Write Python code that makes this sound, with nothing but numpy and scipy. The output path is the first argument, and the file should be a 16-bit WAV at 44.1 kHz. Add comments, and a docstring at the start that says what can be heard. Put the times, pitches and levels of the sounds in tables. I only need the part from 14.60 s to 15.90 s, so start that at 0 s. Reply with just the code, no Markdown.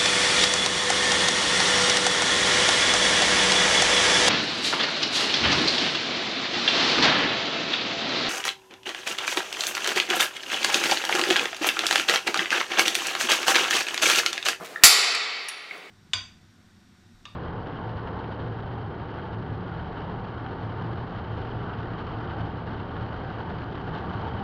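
"""An automatic centre punch is pressed onto a steel box tube on a bench in a hard, echoing workshop.
A hollow resonance fades and a sleeve rustles; the plunger knocks under load, scrapes, and fires.
The tube rings briefly and the bench thuds; the blow overloads the microphone and fills the room.
As the hand eases off, spring and plunger click back.
A low, hollow resonance follows the last knock, with faint hiss."""
import sys
import numpy as np
from scipy import signal
from scipy.fft import rfft, irfft
from scipy.io import wavfile

SR = 44100
rng = np.random.default_rng(int(sys.argv[2]) if len(sys.argv) > 2 else 0)


def dump_mix(stems):
    """Bounce the given channels to the path in sys.argv[1] as a 16-bit WAV at rate SR."""
    frames = np.atleast_2d(stems).T  # one column per channel
    limited = np.clip(frames, -1, 1)  # hard clip at full scale
    pcm = np.round(limited * 32767).astype(np.int16)
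    wavfile.write(sys.argv[1], SR, pcm)


N = 57330
FIRE_S = 0.2361
# spectrum of hiss and sleeve crackle: freq_hz, density_db
HISS_SPECTRUM = [(500, 0), (2000, 16), (5000, 8.5), (9000, 2), (15000, -3)]


def undb(db):
    """Decibels to gain."""
    return 10 ** (np.asarray(db) / 20)


def clock():
    """Sample times in seconds."""
    return np.arange(N) / SR


def fade(t60_s):
    """Exponential decay, 60 dB down at t60_s."""
    return np.exp(-np.log(1000) * clock() / max(t60_s, 1e-3))


def at(start_s, x):
    """Delay x to start_s."""
    return np.concatenate([np.zeros(max(int(start_s * SR), 0)), x])[:N]


def colour(x, spectrum):
    """Unit-energy minimum-phase filter through (freq_hz, level_db) points; rolls off below the first."""
    hz, db = np.array(spectrum, float).T
    freq_hz = np.maximum(np.fft.rfftfreq(N, 1 / SR), 10)
    gain = undb(np.interp(np.log(freq_hz), np.log(hz), db)) * np.minimum(freq_hz / hz[0], 1) ** 2
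    cepstrum = irfft(np.log(gain / np.sqrt(np.mean(gain ** 2))), N)
    cepstrum[1:N // 2] *= 2
    cepstrum[N // 2 + 1:] = 0
    return irfft(rfft(x) * np.exp(rfft(cepstrum)), N)


def noise(spectrum, envelope=1):
    """Unit-rms noise, enveloped, then coloured."""
    return colour(rng.standard_normal(N) * envelope, spectrum)


def ring(modes, scale=1):
    """Struck modes: decaying sines of alternating sign."""
    return sum((-1) ** k * undb(db) * fade(t60_s) * np.sin(2 * np.pi * freq * scale * clock())
               for k, (freq, db, t60_s) in enumerate(modes))


def hollow_resonance():
    """A low, hollow resonance fades at the start and follows the last knock, with faint hiss."""
    # start_s, length_s, hollow_db, hiss_db
    swells = [(-.04, 0.1, -37, -61), (.01, 0.22, -44, -48), (1.084, 0.12, -46.5, -66),
              (1.142, 0.17, -50, -67.5)]
    # freq_hz, density_db
    hollow_spectrum = [(110, -22), (165, -5.5), (240, -11), (320, -4.5), (420, 3), (540, -2.5), (700, 0.5),
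                       (900, -8.5), (1200, -3), (2200, -15), (4000, -26), (15000, -33)]
    hollow, hiss = noise(hollow_spectrum), noise(HISS_SPECTRUM)
    resonance = 0
    for start_s, length_s, hollow_db, hiss_db in swells:
        swell = np.sin(np.pi * np.clip((clock() - start_s) / length_s, 0, 1))
        resonance += swell * (undb(hollow_db) * hollow + undb(hiss_db) * hiss)
    return resonance


def air():
    """Faint, steady noise of still air."""
    # freq_hz, density_db
    spectrum = [(50, -25), (90, -10.5), (170, -3), (400, 3.5), (1200, -1.5), (3000, -6), (8000, -14),
                (15000, -27.5)]
    return undb(-54) * noise(spectrum)


def sleeve():
    """Cloth crackles as the arm bears down."""
    press_s, press_width_s, level_db, creases_per_s = 0.065, 0.028, -46, 300
    creases = (rng.random(N) < creases_per_s / SR) * np.minimum(rng.exponential(size=N), np.pi)
    grains = signal.fftconvolve(creases, fade(t60_s=0.0065))[:N]
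    grains /= np.sqrt(np.mean(grains ** 2))
    press = np.exp(-((clock() - press_s) / press_width_s) ** 2 / 2)
    return undb(level_db) * noise(HISS_SPECTRUM, press * grains)


def plunger():
    """Dull knocks of the plunger in its hand-held barrel."""
    # start_s, pitch_hz, level_db
    knocks = [(.159, 1817, -17.5), (0.547, 2387, -20), (1.1095, 2182, -22.5)]
    # pitch_ratio, level_db, t60_s
    barrel_modes = [(.74, -11.5, .03), (.92, -8, 0.02), (1.005, 0, 0.026), (1.1, -7, 0.0097),
                    (2.04, -20.5, 0.02)]
    rise_s = 0.00059
    rise = np.minimum(clock() / rise_s, 1)
    return sum(at(start_s, undb(db) * rise * ring(barrel_modes, hz)) for start_s, hz, db in knocks)


def scrape():
    """The plunger starts to slip: friction swells up to the release."""
    # freq_hz, density_db
    spectrum = [(200, 1), (700, 4.5), (2000, 6.5), (4500, -14.5), (9000, -17), (15000, -18)]
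    swell_s, level_db = 0.018, -34.5
    wait_s = FIRE_S - clock()
    swell = np.exp(-np.abs(wait_s) / swell_s) * (wait_s > 0)
    return undb(level_db) * noise(spectrum) * swell


def blow():
    """The hammer drives the tip home: a crack of dense punch and tube modes, heard directly."""
    # freq_hz, density_db
    spectrum = [(150, -21), (450, -21), (900, -11.5), (1400, -4.5), (2200, 4), (3200, -0.5), (4500, -2),
                (5800, 0), (7500, -6), (9200, -12), (13000, -7.5), (15500, -11)]
    return at(FIRE_S, undb(5.5) * noise(spectrum, fade(t60_s=0.028)))


def tube():
    """The struck tube rings, damped by hand and bench."""
    # freq_hz, level_db, t60_s
    modes = [(1385, -13, .22), (1930, -12, .15), (2400, -13, .12), (2765, -11, .2), (4316, -11, .22),
             (4540, -7, .17), (4681, -7, .26), (5025, -6, .3), (5620, -12, .2), (6025, -9, .22),
             (6738, -6, .2), (7338, -10, .24), (8122, -4, .17), (12680, -14, .17)]
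    return at(FIRE_S, undb(-7.5) * ring(modes))


def radiated_blow():
    """Tube and bench send the blow to the walls: a pulse and a short clang of high steel modes."""
    # freq_hz, gain_db
    radiation = [(100, -41), (220, -16.5), (330, -15.5), (430, -5), (570, -13), (720, -4.5), (930, -9.5),
                 (1150, 0), (1400, 0), (1620, -4), (1950, 5.5), (2700, 2), (3250, -3), (3600, 0), (3950, 0),
                 (4550, 1.5), (5050, -1), (5600, 1.5), (6300, 0.5), (7200, 5), (9200, -3), (10400, 0),
                 (11700, -5.5), (12650, 3), (13300, -5.5), (15500, -14.5)]
    highpass_hz, level_db = 2950, 26.5
    clang = undb(-21.5) * rng.standard_normal(N) * fade(t60_s=0.04)
    clang = signal.sosfilt(signal.butter(2, highpass_hz, "high", fs=SR, output="sos"), clang)
    return at(FIRE_S, undb(level_db) * colour(signal.unit_impulse(N) + clang, radiation))


def bench():
    """The bench thuds under the blow."""
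    # freq_hz, level_db, t60_s
    modes = [(65, -37.5, 0.045), (110, -24, 0.034), (190, -24.5, .035)]
    lag_s = 0.005
    return at(FIRE_S + lag_s, ring(modes))


def spring():
    """The coils slip: each click is a dry snap and a short, high ring."""
    # start_s, ring_db, snap_db
    clicks = [(.522, -34.5, -58), (.5485, -41, -24), (.5505, -34, -24), (.842, -48.5, -62),
              (.8852, -22.5, -31), (.887, -27.5, -31.5), (.8902, -25, -29.5), (1.178, -46, -54)]
    # freq_hz, level_db, t60_s
    modes = [(5719, -10.5, 0.052), (6760, -21, 0.079), (8300, -29, 0.059), (9620, -6, 0.022),
             (10010, -9.5, 0.024), (10470, -13.5, 0.024), (13100, -18, 0.016)]
    # freq_hz, density_db
    snap_spectrum = [(400, -14), (1700, 2.5), (2600, 8.5), (4000, -6.5), (5200, -1.5), (5750, -7),
                     (6500, -10), (8600, -5), (9700, -14), (11000, -16), (15500, -29)]
    clicking = 0
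    for start_s, ring_db, snap_db in clicks:
        snap = undb(snap_db) * noise(snap_spectrum, fade(t60_s=0.029))
        clicking += at(start_s, undb(ring_db) * ring(modes) + snap)
    return clicking


def workshop(x):
    """Early reflections and a long diffuse tail whose treble dies first."""
    # freq_hz, t60_s, level_db
    reverb_bands = [(101.6, 0.76, -12), (384, 2.28, -0.5), (940, 1.77, 2), (2376, 2.286, -5.5),
                    (4074, 1.54, 3), (5830, 1.02, -4.5), (8920, 0.59, -5), (12960, 0.34, -4)]
    onset_s, early_db, tail_db = 0.004, -6.5, -2
    hz, t60_s, db = np.array(reverb_bands, float).T
    log_hz = np.log(hz)
    log_bins = np.log(np.maximum(np.fft.rfftfreq(N, 1 / SR), 1))
    centres = np.linspace(log_hz[0], log_hz[-1], 24)
    scatter, tail = rfft(rng.standard_normal(N)), 0
    for centre, pick in zip(centres, np.eye(len(centres))):
        band = irfft(scatter * np.interp(log_bins, centres, pick), N)
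        tail += band * fade(np.interp(centre, log_hz, t60_s)) * undb(np.interp(centre, log_hz, db))
    tail /= np.linalg.norm(fade(t60_s=0.97))
    early = rng.standard_normal(N) * fade(t60_s=0.16)
    response = undb(tail_db) * tail + undb(early_db) * early / np.linalg.norm(early)
    return signal.fftconvolve(x, response * np.minimum(clock() / onset_s, 1))[:N]


def scene():
    """The radiated blow, tube ring, plunger knocks and spring clicks excite the room; the other layers stay
    dry."""
    knocks, ringing, clicks = plunger(), tube(), spring()
    send = radiated_blow() + undb(-1.5) * knocks + undb(-15) * ringing + undb(-2.5) * clicks
    echo = workshop(send)
    close = bench() + scrape() + hollow_resonance() + sleeve() + air()
    return (knocks + blow() + ringing + clicks + echo + close)[None]


def record(dry):
    """The blow clips the microphone; a steep low-pass cuts the top."""
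    clip_level, lowpass_hz = 0.92, 15700
    clipped = np.clip(dry, -clip_level, clip_level)
    return signal.sosfilt(signal.ellip(10, 0.1, 70, lowpass_hz, fs=SR, output="sos"), clipped)


dry = scene()
out = record(dry)
dump_mix(out)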